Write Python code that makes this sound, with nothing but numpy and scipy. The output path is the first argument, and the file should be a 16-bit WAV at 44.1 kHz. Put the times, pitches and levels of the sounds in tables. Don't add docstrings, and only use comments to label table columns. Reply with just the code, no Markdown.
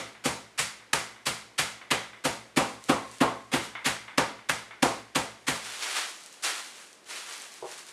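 import sys
import numpy as np
from scipy import signal
from scipy.fft import rfft, irfft
from scipy.io import wavfile
from scipy.ndimage import uniform_filter1d

SR = 44100
rng = np.random.default_rng(int(sys.argv[2]) if len(sys.argv) > 2 else 0)


def materialize(psi):
    bounded = np.clip(np.atleast_2d(psi).T, -1, 1)
    quanta = np.round(bounded * 32767).astype(np.int16)
    wavfile.write(sys.argv[1], SR, quanta)


def volts(x):
    e = np.asarray(x, float) / 20
    return 10 ** e


N = 349272
LEAD = SR // 4
LENGTH = N + LEAD
TIME = (np.arange(LENGTH) - LEAD) / SR

# peak t/s, crack level/dB, thud level/dB, film level/dB, squeeze/ms
BLOWS = [(0.2591, -31.5, -40, -31.5, 19.8), (0.594, -29, -60, -29, 16.8), (0.9336, -26.5, -51, -29, 3.4),
         (1.2702, -30, -51.5, -31, 15.3), (1.5916, -27.5, -52, -29, 12.3), (1.9143, -26.5, -45.5, -32, 9.6),
         (2.2539, -30.5, -41.5, -31.5, 14.5), (2.5744, -27.5, -32, -31, 13), (2.897, -30, -32, -34, 11.5),
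         (3.2139, -29.5, -30, -37, 10.4), (3.5389, -28.5, -36.5, -34, 22.7),
         (3.8635, -27, -46, -30.5, 19.3), (4.1817, -28, -37.5, -34, 6.4), (4.4965, -29.5, -54, -33, 8.8),
         (4.8292, -27.5, -33, -29, 6.9), (5.1599, -29, -41, -31, 11.5), (5.4848, -28.5, -45.5, -31, 17.6)]
EARLIER_BLOW = [
    (-0.089, -26, -37.5, -28.5, 15),
]
BAG_DROP = [
    (6.441, -37, -105, -32, 17),
]
# t/s, level/dB
BREAKS = [
    (.9336, -30),
    (1.2702, -41),
    (1.9143, -32),
    (4.182, -29),
    (4.4963, -31.5),
    (4.827, -35),
    (5.1575, -37),
]
# t/s, level/dB
BOWL_JOLTS = [
    (2.575, -50),
    (2.897, -48),
    (3.213, -46),
    (4.83, -53),
]
# t/s, level/dB
LID_LANDINGS = [
    (0.1502, -49),
    (0.7983, -52),
    (1.161, -52),
    (1.8132, -45),
    (2.132, -45.5),
    (3.752, -34),
    (4.08, -40.5),
    (4.389, -49),
    (4.7085, -42),
]
# t/s, level/dB
PIN_TAPS = [
    (7.624, -31),
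    (7.641, -32),
]
# t/s, level/dB
CREASES = [(2.809, -47.5), (2.8399, -28.5), (3.1143, -32.5), (3.1843, -33.5), (6.2058, -38), (6.2372, -35),
           (6.2612, -32), (6.327, -33), (6.9296, -36), (7.0439, -44), (7.0883, -38), (7.1044, -29),
           (7.3255, -27), (7.332, -31), (7.379, -31), (7.4, -30), (7.42, -28), (7.5194, -33), (7.54, -33),
           (7.7154, -29), (7.7817, -30), (7.792, -33), (7.867, -35)]
# peak t/s, level/dB, rise/ms, fall/ms
HANDLING = [(5.56, -37.5, 35, 46), (5.66, -36.5, 40, 128), (5.758, -44, 35, 90), (5.83, -33.5, 32, 67),
            (5.91, -37.5, 77, 62), (5.969, -29.5, 41, 74), (6.28, -54, 110, 270), (6.451, -27.5, 21, 97),
            (6.8, -51, 96, 61), (7.1, -41, 39, 260), (7.18, -43.5, 124, 43), (7.33, -42, 68, 47),
            (7.44, -54, 84, 110), (7.55, -59, 31, 60), (7.721, -42.5, 76, 62), (7.79, -51, 25, 22),
            (7.89, -47.5, 39, 16.6)]
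# peak t/s, level/dB, rise/ms, fall/ms
SHIFTS = [
    (1.2, -85, 400, 60),
    (2.2, -80, 400, 60),
    (2.7, -52.5, 76, 51),
    (2.88, -50, 94, 20),
    (3.15, -52.5, 270, 150),
    (3.64, -41.5, 73, 36),
    (4.1, -78, 450, 60),
    (4.8, -84, 270, 100),
    (5.45, -67, 180, 100),
]

# f/Hz, width/Hz, level/dB
WORKTOP_MODES = [(229, 7.5, -10.5), (265.5, 29, 9), (342.3, 25, 3), (420, 110, -16)]
# f/Hz, width/Hz, level/dB
PIN_MODES = [(547, 108, 2), (670, 13.3, -3.5), (786, 68, 0.5), (902, 37, 0.5), (992.4, 120, -3),
             (1082, 45, -8.5), (1178, 270, 2.5)]
# f/Hz, width/Hz, level/dB
LID_MODES = [(895, 530, -1), (1540, 550, 1), (2050, 240, 3.5), (2310, 520, 0), (2970, 180, -7.5),
             (3520, 250, -9.5)]
# f/Hz, width/Hz, level/dB
TAP_MODES = [(369, 17, -2.5), (465, 47, 0.5), (628, 52, 0), (770, 150, 2), (990, 250, 2.5)]
# f/Hz, width/Hz, level/dB
SNAP_MODES = [(1490, 1000, -5.5), (3240, 3100, -6.5), (8360, 12000, -15)]
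# f/Hz, width/Hz, level/dB
BOWL_MODES = [(1060, 9, 0), (1085, 16, -4), (1120, 14, -5)]
# f/Hz, level/dB, T60/s, lag/ms
CABINET_MODES = [(65.2, -15.5, 0.04, 49), (62.5, -35, 0.92, 47), (71.3, -34, 0.54, 53),
                 (111.9, -21.5, 0.65, 35), (119.5, -29, 0.97, 66), (138, -5.5, 0.16, 4.6),
                 (168.8, -14, 0.36, 20), (216.6, -20.5, 0.7, 36)]

# f/Hz, level/dB
CRUMB_SPECTRUM = [(200, -79), (600, -11.5), (1100, -0.5), (1500, 1), (2000, 2.5), (3200, 0.5), (4500, -6.5),
                  (6000, -23), (8000, -14.5)]
# f/Hz, level/dB
FILM_SPECTRUM = [(800, -60), (2500, -14), (4500, 1), (5700, 0), (7500, 0.5), (10000, -2.5), (13000, -10.5),
                 (16000, -2)]
# f/Hz, level/dB
BAG_SPECTRUM = [(70, -52), (150, -39), (330, -10.5), (550, -8.5), (1200, -1.5), (2200, -1), (4000, -1.5),
                (5500, -6.5), (8000, -35.5)]
# f/Hz, level/dB
HUSH_SPECTRUM = [(25, -24), (200, 3.5), (370, 8), (800, 4), (2200, 1.5), (9500, -12), (16000, -16)]
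# f/Hz, T60/s
ROOM_T60 = [(125, 0.68), (250, 0.65), (500, 0.25), (1000, 0.47), (2000, 0.36), (4000, 0.48), (8000, 0.25),
            (14000, 0.033)]
# f/Hz, level/dB
MIC_RESPONSE = [(20, -14), (60, 0), (9500, -1), (11000, -4), (12500, -8.5), (14000, -16.5), (15300, -26),
                (16000, -64)]

IMPACTS = np.transpose(EARLIER_BLOW + BLOWS + BAG_DROP)
IMPACT_S, CRACK_DB, THUD_DB, FILM_DB, SQUEEZE_MS = IMPACTS
RISE_DB = 17


def unit(x):
    return x / np.sqrt(np.mean(x ** 2))


def colour(x, table):
    hz, db = np.transpose(table)
    grid = np.fft.rfftfreq(2048, 1 / SR)
    log_gain = np.interp(np.log(grid + 1), np.log(hz), db) * np.log(10) / 20
    cepstrum = irfft(log_gain)
    middle = len(cepstrum) // 2
    cepstrum[1:middle] *= 2
    cepstrum[middle + 1:] = 0
    response = irfft(np.exp(rfft(cepstrum)))
    return signal.fftconvolve(x, response / np.linalg.norm(response))[:len(x)]


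def body(x, table):
    t = np.arange(SR // 4) / SR
    response = np.zeros(len(t))
    for k, (hz, width, db) in enumerate(table):
        decay = np.sqrt(width) * np.exp(-np.pi * width * t)
        response += (-1) ** k * volts(db) * decay * np.sin(2 * np.pi * hz * t)
    return signal.fftconvolve(x, response / np.linalg.norm(response))[:len(x)]


def grains(per_s, spread_db):
    chance = rng.random((3, LENGTH))
    size = volts(-spread_db * np.log(1 - chance[1])) * np.sign(chance[2] - 0.5)
    return unit(size * (chance[0] < per_s / SR))


def swell(s, db, rise_ms, fall_ms):
    out = np.zeros(LENGTH)
    for at, gain, rise, fall in np.broadcast(s, volts(db), rise_ms, fall_ms):
        ms = 1000 * (TIME - at)
        near = slice(*np.searchsorted(ms, [-rise, 7 * fall]))
        growth = volts(RISE_DB * np.minimum(ms[near], 0) / rise)
        decay = np.exp(-ms[near] / fall)
        out[near] += gain * np.minimum(growth, decay)
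    return out


def bursts(carrier, s, db, rise_ms, fall_ms):
    out = np.zeros(LENGTH)
    for at, gain, rise, fall in np.broadcast(s, volts(db), rise_ms, fall_ms):
        burst = carrier * swell(at, 0, rise, fall)
        out += burst * gain * np.sqrt(SR / 20 / np.sum(burst ** 2))
    return out


def struck(table, s, db, push_ms, lead_ms, shake_ms, shake_db, linger_ms, linger_db):
    noise = rng.standard_normal((2, LENGTH))
    force = bursts(np.ones(LENGTH), s, db, push_ms, push_ms / 2)
    force += bursts(noise[0], s + 0.002, db + shake_db, lead_ms, shake_ms)
    force += bursts(noise[1], s + 0.0094, db + linger_db, 1.6, linger_ms)
    above_push = signal.butter(3, 0.36 * table[0][0], "highpass", fs=SR, output="sos")
    return signal.sosfilt(above_push, body(force, table))


def background_hush():
    return volts(-58.5) * colour(rng.standard_normal(LENGTH), HUSH_SPECTRUM)


def squeezed_bag():
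    crumbs = bursts(grains(6400, 1), IMPACT_S, CRACK_DB - 0.5, SQUEEZE_MS, 0.73 + 1.13 * SQUEEZE_MS)
    film = bursts(grains(12000, 1.6), IMPACT_S, FILM_DB - 0.5, SQUEEZE_MS, 1.7 + 0.79 * SQUEEZE_MS)
    film += bursts(grains(6000, 1.8), IMPACT_S + 0.019, FILM_DB - 6.5, 6.4, 61)
    return colour(crumbs, CRUMB_SPECTRUM) + colour(film, FILM_SPECTRUM)


def pin_knock():
    knock_db = -39.5 + 0.6 * (THUD_DB + 39) - 0.3 * SQUEEZE_MS
    return struck(PIN_MODES, IMPACT_S, knock_db, 0.041, 1.1 * SQUEEZE_MS, 25, 12.6, 59.2, 11.8)


def worktop_thud():
    return struck(WORKTOP_MODES, IMPACT_S - 0.002, THUD_DB - 8, 0.7, 0.6 * SQUEEZE_MS, 10, -6, 64, 3)


def jar_rattle():
    return struck(LID_MODES, IMPACT_S + 0.00353, CRACK_DB - 21, 0.26, 1.2, 6.3, 2.4, 83, 12)


def cabinet_boom():
    s = np.append(IMPACT_S[:-1], PIN_TAPS[0][0])
    db = np.append(-26 + 0.27 * (THUD_DB[:-1] + 32), -55)
    out = np.zeros(LENGTH)
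    latest = np.maximum(np.searchsorted(s, TIME) - 1, 0)
    last = np.searchsorted(TIME, s)[latest]
    for k, (hz, mode_db, t60, lag) in enumerate(CABINET_MODES):
        lag = min(lag, 90)
        wobble = uniform_filter1d(rng.standard_normal(LENGTH), SR // 20)
        phase = 2 * np.pi * np.cumsum(hz * (1 + 0.015 * unit(wobble))) / SR
        ring = swell(s + lag / 1000, db + mode_db, lag, 1000 * t60 / np.log(1000))
        smooth_ring = uniform_filter1d(ring, int(SR / hz))
        out += (-1) ** k * np.sin(phase - phase[last]) * smooth_ring
    return signal.sosfilt(signal.butter(2, 400, fs=SR, output="sos"), out)


def lid_clacks():
    clacks = struck(LID_MODES, *np.transpose(LID_LANDINGS), 0.05, 0.9, 5, 9.5, 59, 12.7)
    return volts(-18.5) * clacks


def biscuit_breaks():
    snap = bursts(rng.standard_normal(LENGTH), *np.transpose(BREAKS), 0.5, 0.4)
    snap += np.roll(snap, int(3.6 * SR / 1000)) / 2
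    highpass = signal.butter(2, 500, "highpass", fs=SR, output="sos")
    return signal.sosfilt(highpass, body(snap, SNAP_MODES))


def rustle():
    effort = swell(*np.transpose(HANDLING + SHIFTS)) + volts(-80)
    drift = uniform_filter1d(rng.standard_normal(LENGTH), SR // 40)
    flurry = volts(0.96 * unit(drift))
    crinkle = grains(6000, 1.47) * flurry * effort
    ticks = volts(-13) * grains(100, 2) * np.minimum(effort, volts(-42))
    crispness = (effort / volts(-46)) ** -0.1822 * volts(-1.5)
    rubbing = colour(crinkle * volts(-2.5), BAG_SPECTRUM)
    return rubbing + colour((crinkle + ticks) * crispness, FILM_SPECTRUM)


def bowl_ring():
    return struck(BOWL_MODES, *np.transpose(BOWL_JOLTS), 0.15, 1.6, 7.4, -2, 80, 11)


def crease_snaps():
    snaps = bursts(rng.standard_normal(LENGTH), *np.transpose(CREASES), 0.23, 1)
    return volts(-22) * colour(snaps, FILM_SPECTRUM)


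def pin_set_down():
    return volts(-24) * struck(TAP_MODES, *np.transpose(PIN_TAPS), 0.55, 0.82, 13, 8.1, 65, 5.8)


def kitchen(near):
    noise, tail = rfft(rng.standard_normal(LENGTH)), 0
    octaves = np.log2(np.fft.rfftfreq(LENGTH, 1 / SR) + 1)
    late = np.roll(near, int(4 * SR / 1000))
    room_hz, room_t60 = np.transpose(ROOM_T60)
    for hz in 160 * 2 ** np.arange(0, 6.8, 1 / 4):
        band = signal.butter(2, [hz * 2 ** -0.2, hz * 2 ** 0.2], "bandpass", fs=SR, output="sos")
        t60 = np.interp(np.log(hz), np.log(room_hz), room_t60)
        keep = volts(-120 / (t60 * SR))
        received = signal.sosfilt(band, late) ** 2
        stored = signal.lfilter([1 - keep], [1, -keep], received)
        share = np.cos(np.pi / 2 * np.clip(4 * (octaves - np.log2(hz)), -1, 1))
        tail = tail + np.sqrt(stored) * unit(irfft(noise * share, LENGTH))
    return near + volts(0.5 - 9.5) * tail


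def scene():
    bag = squeezed_bag() + biscuit_breaks() + rustle() + crease_snaps()
    solids = pin_knock() + worktop_thud() + jar_rattle() + cabinet_boom()
    solids += lid_clacks() + bowl_ring() + pin_set_down()
    mono = kitchen(bag) + solids + background_hush()
    return np.tile(mono[LEAD:], (2, 1))


def low_pass(x):
    return signal.sosfilt(signal.butter(12, 15750, fs=SR, output="sos"), x)


def record(dry):
    overload = 0.7
    rounded = overload * np.tanh(dry[0] / overload)
    mix = volts(-3) * np.tile(colour(rounded, MIC_RESPONSE), (2, 1))
    return low_pass(mix)


dry = scene()
out = record(dry)
materialize(out)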